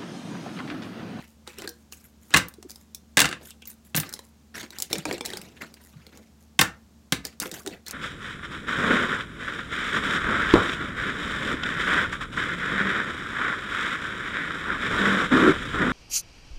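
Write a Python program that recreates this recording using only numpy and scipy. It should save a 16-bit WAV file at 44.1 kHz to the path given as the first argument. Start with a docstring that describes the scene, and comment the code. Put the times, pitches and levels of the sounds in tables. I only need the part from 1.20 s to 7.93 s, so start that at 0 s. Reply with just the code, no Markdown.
"""A small bedroom, with quiet air and the faint hum of an appliance. A hand rummages in a plastic
basket of small hard toys: plastic sticks and slips in scrapes and rustle, the loaded basket rumbles,
and the toys bump and click together, a tiny part ringing very high. Toys are picked out, turned in
the fingers and tossed aside, where they bounce and clatter: each landing rings a hollow shell and
thumps the surface under it. The room answers with a short decay."""
import sys
import numpy as np
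from scipy import signal
from scipy.fft import rfft, irfft, next_fast_len
from scipy.io import wavfile
from scipy.ndimage import uniform_filter1d, map_coordinates

SR = 44100
rng = np.random.default_rng(int(sys.argv[2]) if len(sys.argv) > 2 else 0)


def store_pcm(level_fs):
    """Save levels as 16-bit WAV."""
    pcm = np.round(np.clip(level_fs, -1, 1) * 32767).astype(np.int16)
    wavfile.write(sys.argv[1], SR, np.atleast_2d(pcm).T)


N = 296793
TOP_HZ = 16100
BLOW_T = np.arange(SR // 6) / SR  # time axis of one blow, in seconds


def amp(db):
    return 10 ** (np.asarray(db) / 20)


def unit_rms(x):
    return x / np.sqrt(np.mean(x ** 2) + 1e-20)


def along(points, hz):
    """Read a curve of (Hz, value) points on a log frequency axis."""
    points_hz, values = np.transpose(points)
    return np.interp(np.log(hz + 1), np.log(points_hz), values)


def filtered(x, response):
    """Equalise x with a gain that is a function of frequency."""
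    size = next_fast_len(N + SR // 2)
    return irfft(rfft(x, size) * response(np.fft.rfftfreq(size, 1 / SR)), size)[:N]


def coloured(x, spectrum):
    """Shape x with an EQ curve, at rms 1."""
    return unit_rms(filtered(x, lambda hz: amp(along(spectrum, hz))))


def wobble(rate):
    """A smooth random curve, rate knots a second."""
    return map_coordinates(rng.standard_normal(N // 50), [np.arange(N) * rate / SR], mode="wrap")


def add(track, start_s, sound):
    """Mix a sound into the track."""
    start = round(start_s * SR)
    track[start:start + len(sound)] += sound[:N - start]


def bandpass(x, low_hz, high_hz):
    return signal.sosfilt(signal.butter(3, [low_hz, high_hz], "band", fs=SR, output="sos"), x)


# room tone EQ: freq_hz, gain_db
AIR_EQ = [(33, -30.5), (48, -14.5), (66, -2), (100, -9), (150, -6.5), (215, -2), (300, -13), (500, -17),
          (1000, -22), (2000, -28), (7000, -28), (9500, -34.5), (15000, -36)]
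# partials of the appliance hum: pitch_hz, level_db
HUM_PARTIALS = [(74.5, -56), (225, -57.5), (297, -72.5)]
def background():
    """Quiet room air and the slightly unsteady hum of a household appliance."""
    t, hum = np.arange(N) / SR, np.zeros(N)
    for hz, db in HUM_PARTIALS:
        drift_db, drift_phase = .4 * wobble(3), .4 * wobble(3)
        hum += amp(db + drift_db) * np.sqrt(2) * np.sin(2 * np.pi * hz * t + drift_phase)
    return amp(-4.5) * hum + amp(-59) * coloured(rng.standard_normal(N), AIR_EQ)


# bedroom reverb time: freq_hz, t60_s
ROOM_DECAY = [(120, 0.3), (500, .3), (2000, 0.23), (6000, 0.18), (14000, 0.13)]
def bedroom(sound, build_s):
    """The room's answer: a diffuse tail that builds up quickly and loses its treble first."""
    hz, t, noise = signal.stft(rng.standard_normal(SR // 4), SR, nperseg=256)
    tail = signal.istft(noise * amp(-60 * t / along(ROOM_DECAY, hz)[:, None]), SR, nperseg=256)[1]
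    tail *= 1 - np.exp(-(np.arange(len(tail)) / SR / build_s) ** 2)
    return signal.fftconvolve(sound, tail / np.linalg.norm(tail))


def in_room(sound, wet_db, build_s):
    """The direct sound plus the bedroom's answer."""
    heard = amp(wet_db) * bedroom(sound, build_s)
    add(heard, 0, sound)
    return heard


def stroke_power(rows):
    """Each stroke of the hand takes hold, eases off as the toys give way, and dies away."""
    attack_s, sag_db, release_db_per_s = 0.0136, 3, 332.5
    power = np.zeros(N)
    for start_s, length_s, db in rows:
        t = np.arange(N) / SR - start_s
        sag = sag_db * (np.clip(t / length_s, 0, 1) - .5)
        release = release_db_per_s * np.clip(t - length_s, 0, 1)
        power += (np.clip(t / attack_s, 0, 1) * amp(db - sag - release)) ** 2
    return power


def slips(per_s, spread_db, smooth_share):
    """Tiny stick-slip catches of uneven size over smooth friction."""
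    caught = rng.random(N) < per_s / SR
    sizes = amp(spread_db * np.clip(rng.standard_normal(N), -2, 2))
    catches = caught * sizes * rng.choice([-1, 1], N)
    return unit_rms(catches) + smooth_share * rng.standard_normal(N)


def wandering(x, depth_db):
    """The contact point wanders from toy to toy, so ever new resonances stand out."""
    spectra = signal.stft(x, nperseg=256)[2]
    peaks = rng.standard_normal(spectra.shape)
    for axis, size in [(0, 4), (0, 3), (1, 6), (1, 4)]:  # smooth over frequency, then time
        peaks = uniform_filter1d(peaks, size, axis)
    return unit_rms(signal.istft(spectra * amp(depth_db * unit_rms(peaks)), nperseg=256)[1][:N])


def jostle(per_s, spread_db, centre_hz, cycles):
    """Countless light touches of loose pieces, each with its own pitch, at rms 1."""
    out, t = np.zeros(N), np.arange(SR // 50) / SR
    for when, size, pitch in rng.random((int(per_s * N / SR), 3)):
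        hz = centre_hz * 4 ** (pitch - .5)
        ping = amp(-60 * t * hz / cycles) * np.sin(2 * np.pi * hz * t)
        snap = amp(-60 * t / 0.0049) * rng.standard_normal(len(t))
        add(out, when * (N - 1) / SR, amp(spread_db * size) * (ping + snap))
    return unit_rms(out)


# EQs of the basket's rumble, the plastic-on-plastic scrape and the fine rustle: freq_hz, gain_db
RUMBLE_EQ = [(40, -19), (100, -6), (170, -1.5), (330, -4), (470, -6.5), (650, -8.5), (1000, -20.5),
             (1800, -51)]
SCRAPE_EQ = [(400, -28), (900, -2), (1500, 2), (2400, 0.5), (3000, -2.5), (4000, -2.5), (5500, -6),
             (7800, -16), (10000, -29.5), (16000, -49)]
RUSTLE_EQ = [(4000, -30.5), (7000, -2.5), (8500, -6.5), (12000, -3.5), (15500, -9), (17000, -8)]
# the hand shoves toys through the basket: start_s, length_s, scrape_db, rumble_over_scrape_db
HAND_SHOVES = [(0, 0.0088, -44, -1), (0.26, 0.11, -52.5, -12), (0.37, 0.086, -48.5, 1.5),
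               (1.111, 0.035, -43, -7), (2.201, 0.031, -54, 7), (2.84, .13, -53, 0),
               (3.339, 0.089, -40, -5.5), (3.518, 0.13, -50, -8.5), (3.695, 0.095, -40.5, -3.5),
               (3.861, 0.083, -42, 5.5), (4.038, .15, -46.5, 0.5), (4.201, 0.091, -50.5, 0),
               (4.308, 0.22, -61, 2), (4.406, 0.016, -36.5, -5), (4.557, .52, -64.5, -2),
               (4.915, 0.086, -57.5, 3.5), (6.039, 0.023, -42.5, 0), (6.201, 0.056, -40.5, -1),
               (6.313, 0.074, -46.5, 1), (6.445, 0.099, -52.5, 9), (6.658, 0.083, -45, -8.5)]
# fingers brush over a toy: start_s, length_s, rustle_db
FINGER_BRUSHES = [(.07, .05, -66), (.53, 0.082, -70), (.715, .025, -48), (.76, 0.1, -59),
                  (1.01, 0.19, -62.5), (1.48, 0.14, -62.5), (2.225, 0.055, -51.5), (2.465, 0.051, -54),
                  (2.64, .03, -60.5), (3.03, 0.034, -62), (4.61, 0.089, -58.5), (5.19, 0.052, -68.5),
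                  (6.21, .03, -38.5), (6.33, 0.075, -49)]
def rummage():
    """Sliding toys scrape and jostle, and the loaded basket rumbles; brushing fingers mostly rustle."""
    shove = stroke_power([(s, length, db) for s, length, db, _ in HAND_SHOVES])
    load = stroke_power([(s, length, db + over_db) for s, length, db, over_db in HAND_SHOVES])
    brush = stroke_power(FINGER_BRUSHES)
    grip = amp(3 * wobble(70))
    friction = wandering(grip * slips(per_s=930, spread_db=3.5, smooth_share=1), depth_db=5)
    pieces = jostle(per_s=110, spread_db=16, centre_hz=3000, cycles=28)
    rumble = np.sqrt(load) * coloured(slips(per_s=220, spread_db=-2.5, smooth_share=0.58), RUMBLE_EQ)
    scrape = coloured(friction, SCRAPE_EQ) + amp(-7) * coloured(pieces, SCRAPE_EQ)
    scrape *= np.sqrt(shove + amp(-5.5) ** 2 * brush)
    rustle = coloured(friction, RUSTLE_EQ) + amp(-0.5) * coloured(pieces, RUSTLE_EQ)
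    rustle *= np.sqrt(brush + amp(-13) ** 2 * shove)
    return in_room(amp(-0.5) * (rumble + scrape + rustle), wet_db=-14.5, build_s=0.00087)[:N]


# a toy nudges the basket or another toy, a hollow bump or short chirr: time_s, pitch_hz, level_db
SOFT_BUMPS = [(0.376, 370, -39.5), (0.44, 380, -35.5), (1.378, 350, -40.5), (1.446, 323, -38),
              (2.307, 3030, -42.5), (2.421, 2810, -38), (2.775, 137, -27), (3.431, 256, -38),
              (3.735, 430, -31), (3.765, 178, -31.5), (3.917, 370, -30.5), (4.756, 150, -39),
              (6.466, 331.3, -27)]
def bumps():
    """Soft, sticky contacts swell and wake little but one resonance."""
    out, swell_s, lead_s = np.zeros(N), .007, .004
    push = BLOW_T / swell_s * np.exp(1 - BLOW_T / swell_s)
    for time_s, hz, db in SOFT_BUMPS:
        note = bandpass(rng.standard_normal(len(push)) * push, hz / 1.2, hz * 1.2)
        add(out, time_s - lead_s, amp(db + 1) * note / np.abs(note).max())
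    return in_room(out, wet_db=-21.5, build_s=0.0063)[:N]


def ring(modes, detune, damping):
    """Struck modes, varying in strength and pitch at each blow; damping divides their decay times."""
    hz, db, t60 = np.transpose(modes)[:, :, None]
    size, shift, phase = rng.standard_normal((3, len(modes), 1))
    waves = np.sin(2 * np.pi * (hz * (1 + detune * shift) * BLOW_T + phase))
    decays = amp(db + 2 * size - 60 * BLOW_T * damping / t60)
    return np.sum(decays * waves, axis=0) / np.sqrt(len(modes))


def crack(snap_t60_s, buzz_db, buzz_t60_s):
    """The snap of a hard contact, then the dense, quickly damped ring of thin plastic."""
    envelope = amp(-60 * BLOW_T / snap_t60_s) + amp(buzz_db - 60 * BLOW_T / buzz_t60_s)
    return rng.standard_normal(len(BLOW_T)) * envelope


# modes of a tiny hard part: pitch_hz, level_db, base_t60_s
TINY_PART_MODES = [(14030, -8, 0.14), (14200, 6, 0.26), (14190, 3, 0.16), (14300, 3, 0.1)]
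# hits on that part: start_s, level_db
TINK_HITS = [(2.474, -33), (2.483, -41), (2.502, -48), (2.7648, -36), (2.776, -19), (2.801, -35)]
def tinks():
    """A thin, very high ring and buzz from a tiny hard part of one toy."""
    out = np.zeros(N)
    for start_s, db in TINK_HITS:
        buzz = bandpass(crack(snap_t60_s=.02, buzz_db=-8, buzz_t60_s=.12), 13200, 15200)
        tone = ring(TINY_PART_MODES, detune=.012, damping=2.2)
        add(out, start_s, amp(db) * (amp(-4) * tone + amp(6) * buzz))
    return out


def plastic_wall(hz, cycles, partials_db):
    """A thin wall: one main mode in a crowd of others, each falling 60 dB in the given cycles."""
    modes = hz * np.exp(np.append(0, rng.uniform(-1, 1, size=8)))[:, None]
    sizes = np.append(1, amp(partials_db) * rng.standard_normal(size=8))[:, None] * (modes < TOP_HZ)
    decays = amp(-60 * BLOW_T * modes / cycles)
    return np.sum(sizes * decays * np.sin(2 * np.pi * modes * BLOW_T), axis=0)


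def contact(rise_s):
    """The force of a blow builds up as the edges meet."""
    return 1 - np.exp(-BLOW_T / rise_s)


def band_levels(colour, db, brightness_db):
    """A harder contact tilts the sound towards its upper bands."""
    return [db + offset_db + share * brightness_db for offset_db, share in colour]


def voiced(sound, edges_hz, levels_db):
    """Set the attack level of each band of a blow; the slow lowest band gets a longer window."""
    out = np.zeros(len(sound))
    for k, db in enumerate(levels_db):
        band = bandpass(sound, edges_hz[k], edges_hz[k + 1])
        attack = round(SR * (.004 if k else .016))
        out += amp(db) * band / np.sqrt(np.mean(band[:attack] ** 2))
    return out


# modes of the loaded basket: pitch_hz, level_db, base_t60_s
BASKET_MODES = [(272, -0.5, 0.031), (344.2, -1, 0.13), (445, 4, 0.034), (525.3, -7.5, 0.18), (791, -4, .04)]
# borders of the knock, clack, click and tick bands: edge_hz
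CLICK_BAND_EDGES = [180, 1000, 4000, 9000, 18000]
# balance of those four bands: offset_db, brightness_share
CLICK_BALANCE = [(-15.5, -2), (-7, -1.4), (0.5, 0.5), (-7.5, 1.51)]
# toys touch each other and the basket: start_s, pitch_hz, level_db, brightness_db
TOY_CLICKS = [(0.275, 3780, -38, -3.5), (0.3853, 5170, -41.5, 5.5), (0.42, 2040, -38, -3.5),
              (0.4752, 4250, -30.5, -3), (0.4917, 5360, -39.5, 6), (0.7234, 2980, -40, 0.5),
              (1.1062, 2540, -44.5, -3), (1.2844, 11840, -54, 16.5), (1.339, 9100, -49, 1.5),
              (1.427, 5360, -43.5, -1.5), (1.4965, 7370, -43, 1.5), (1.5054, 6060, -42, 5),
              (1.5153, 4970, -44, 3), (1.5582, 5140, -45, 2.5), (1.7471, 5580, -37.5, 6),
              (2.0893, 4590, -32, -3), (2.306, 8260, -43, 3), (2.4209, 2860, -49, -2),
              (2.455, 2800, -46, 2.5), (2.4734, 8130, -47.5, 5), (2.502, 8000, -52, 11),
              (2.753, 11200, -30, 4), (2.7684, 8300, -28, -1), (2.892, 9300, -42.5, 5),
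              (2.9269, 5130, -42.5, 6), (2.9381, 5320, -32, 3.5), (2.991, 1870, -39.5, -2),
              (3.4299, 2126, -42, -4.5), (3.5052, 3900, -41, 0.5), (3.5856, 7830, -35, 5),
              (3.6012, 7350, -32, 3.5), (3.6223, 7880, -26, 6), (3.7294, 5330, -19, -0.5),
              (3.755, 2320, -34, -6.5), (3.783, 9300, -33, 1), (3.8537, 2390, -27.5, -5.5),
              (3.9113, 2170, -32.5, -9.5), (3.9269, 4800, -32, -0.5), (3.9803, 7450, -39.5, -3.5),
              (4.0088, 3480, -31, -5.5), (4.0519, 4270, -32, 1), (4.0592, 4000, -29.5, 3),
              (4.1025, 3930, -35.5, -3), (4.1342, 3340, -32, -4), (4.171, 4900, -32.5, 0),
              (4.215, 8100, -45.5, 6.5), (4.5408, 11400, -45.5, 1.5), (4.8665, 4260, -45.5, -2.5),
              (4.9739, 6900, -48.5, 1), (6.0518, 4680, -29, 1), (6.0684, 6840, -40, 2),
              (6.2002, 8400, -27.5, 4.5), (6.2196, 4800, -33, -4.5), (6.2568, 5600, -39.5, -9),
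              (6.3144, 3750, -34.5, 0.5), (6.3404, 7500, -36.5, 0.5), (6.4626, 7800, -34.5, -2.5),
              (6.4747, 3720, -31, -2.5), (6.6642, 3520, -42, 2.5), (6.6823, 8600, -36, 3.5),
              (6.7097, 12000, -34, 3.5)]
def clicks():
    """Light, dry contacts between toys; the basket knocks along, most under the dull, heavy ones."""
    out = np.zeros(N)
    for start_s, hz, db, brightness_db in TOY_CLICKS:
        touch = crack(snap_t60_s=0.0022, buzz_db=-23, buzz_t60_s=0.03)
        touch += amp(-11) * plastic_wall(hz, cycles=32, partials_db=-7)
        knock = amp(-14.5) * ring(BASKET_MODES, detune=0.055, damping=0.98)
        levels_db = band_levels(CLICK_BALANCE, db, brightness_db)
        blow = voiced(touch * contact(rise_s=0.001) + knock, CLICK_BAND_EDGES, levels_db)
        add(out, start_s, in_room(blow, wet_db=-11.5, build_s=0.0018))
    return out


# modes of the hollow toy shells and of the surface they land on: pitch_hz, level_db, base_t60_s
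SHELL_MODES = [(813, -7, .06), (1050, -8, .06), (1240, -8, .05), (1580, 1, .06), (1750, 1, .05),
               (2050, 1, .05), (2220, -3, .04), (2760, 1, .05), (3010, -3, .04), (3700, -1, .04),
               (5950, 0, .035)]
SURFACE_MODES = [(64.6, -9, 0.5), (102.6, -6, 0.33), (145, 1, 0.24), (181, 9, 0.12), (234, -10, .15),
                 (281.2, 3, 0.18), (330.8, -7.5, 0.31), (406, -8, 0.064), (482, -8, 0.12)]
# borders of the thud, knock, clack, click and tick bands: edge_hz
LANDING_BAND_EDGES = [45, 500, 1300, 4000, 9000, 18000]
def landing(hz, levels_db):
    """A landing rings the toy's shell and thumps the surface under it."""
    shell = crack(snap_t60_s=0.01, buzz_db=-11, buzz_t60_s=.05)
    shell += amp(-10) * ring(SHELL_MODES, detune=.008, damping=1)
    shell += amp(-8) * plastic_wall(hz, cycles=55, partials_db=-6)
    thud = amp(-4.5) * ring(SURFACE_MODES, detune=0.019, damping=1.7) * contact(rise_s=0.0015)
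    return voiced(shell * contact(rise_s=.001) + thud, LANDING_BAND_EDGES, levels_db)


# balance of the four bands above the thud: offset_db, brightness_share
LANDING_BALANCE = [(-9.5, -0.81), (0, -0.54), (-2.5, 0.69), (-13, 2.5)]
# tossed toys land and bounce: start_s, pitch_hz, level_db, brightness_db, thud_db
TOY_BOUNCES = [(1.139, 1680, -14, -1.5, -24), (1.1437, 2072, -14.5, -7.5, -30),
               (1.1627, 2820, -16, -1.5, -40.5), (1.17, 2560, -16, 2, -33), (1.1775, 2950, -24.5, 0, -38.5),
               (1.9706, 6640, -13, 1, -28.5), (1.9798, 3800, -17, -3, -36),
               (1.9911, 2530, -14.5, 1.5, -42.5), (2.002, 3615, -13.5, 3.5, -43),
               (2.016, 2760, -15, 1, -32), (2.043, 2785, -22.5, -5.5, -31.5), (2.054, 2800, -21.5, -1, -47),
               (2.1123, 2170, -34.5, -3.5, -43), (2.1263, 2750, -31, -5.5, -44),
               (2.7457, 2720, -28, -7, -28.5), (2.7623, 8400, -28, 8, -56), (2.7729, 5370, -26.5, 6.5, -34),
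               (2.777, 5370, -37.5, -18, -36.5), (2.7998, 10100, -30, 7, -47),
               (2.832, 1220, -42, -13.5, -48), (5.3908, 2112, -12, -1, -23.5),
               (5.4114, 2750, -17, 4.5, -29), (5.4138, 1817, -15, -3.5, -38.5),
               (5.9221, 5940, -17.5, 1.5, -25)]
def tossed_toys():
    """A tumbling toy radiates differently each way: to the listener, the walls and the ceiling."""
    out = np.zeros(N)
    for start_s, hz, db, brightness_db, thud_db in TOY_BOUNCES:
        levels_db = [thud_db] + band_levels(LANDING_BALANCE, db, brightness_db)
        direct, walls, ceiling = (landing(hz, levels_db) for _ in range(3))
        reflections = bedroom(walls, build_s=0.0014) + bedroom(ceiling, build_s=0.0043)
        add(out, start_s, direct)
        add(out, start_s, amp(-12.5) * reflections)
    return out


def scene():
    """The mono mix: clatter in front, rummaging under it, room tone behind."""
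    return (tossed_toys() + clicks() + bumps() + tinks() + rummage() + background())[None]


def record(dry):
    """The microphone rounds off the highest peaks and cuts steeply above its band limit."""
    peak_limit = .95
    rounded = dry[0] / (1 + np.abs(dry[0] / peak_limit) ** 6) ** (1 / 6)
    return filtered(rounded, lambda hz: 1 / (1 + (hz / TOP_HZ) ** 120))[None]


dry = scene()
out = record(dry)
store_pcm(out)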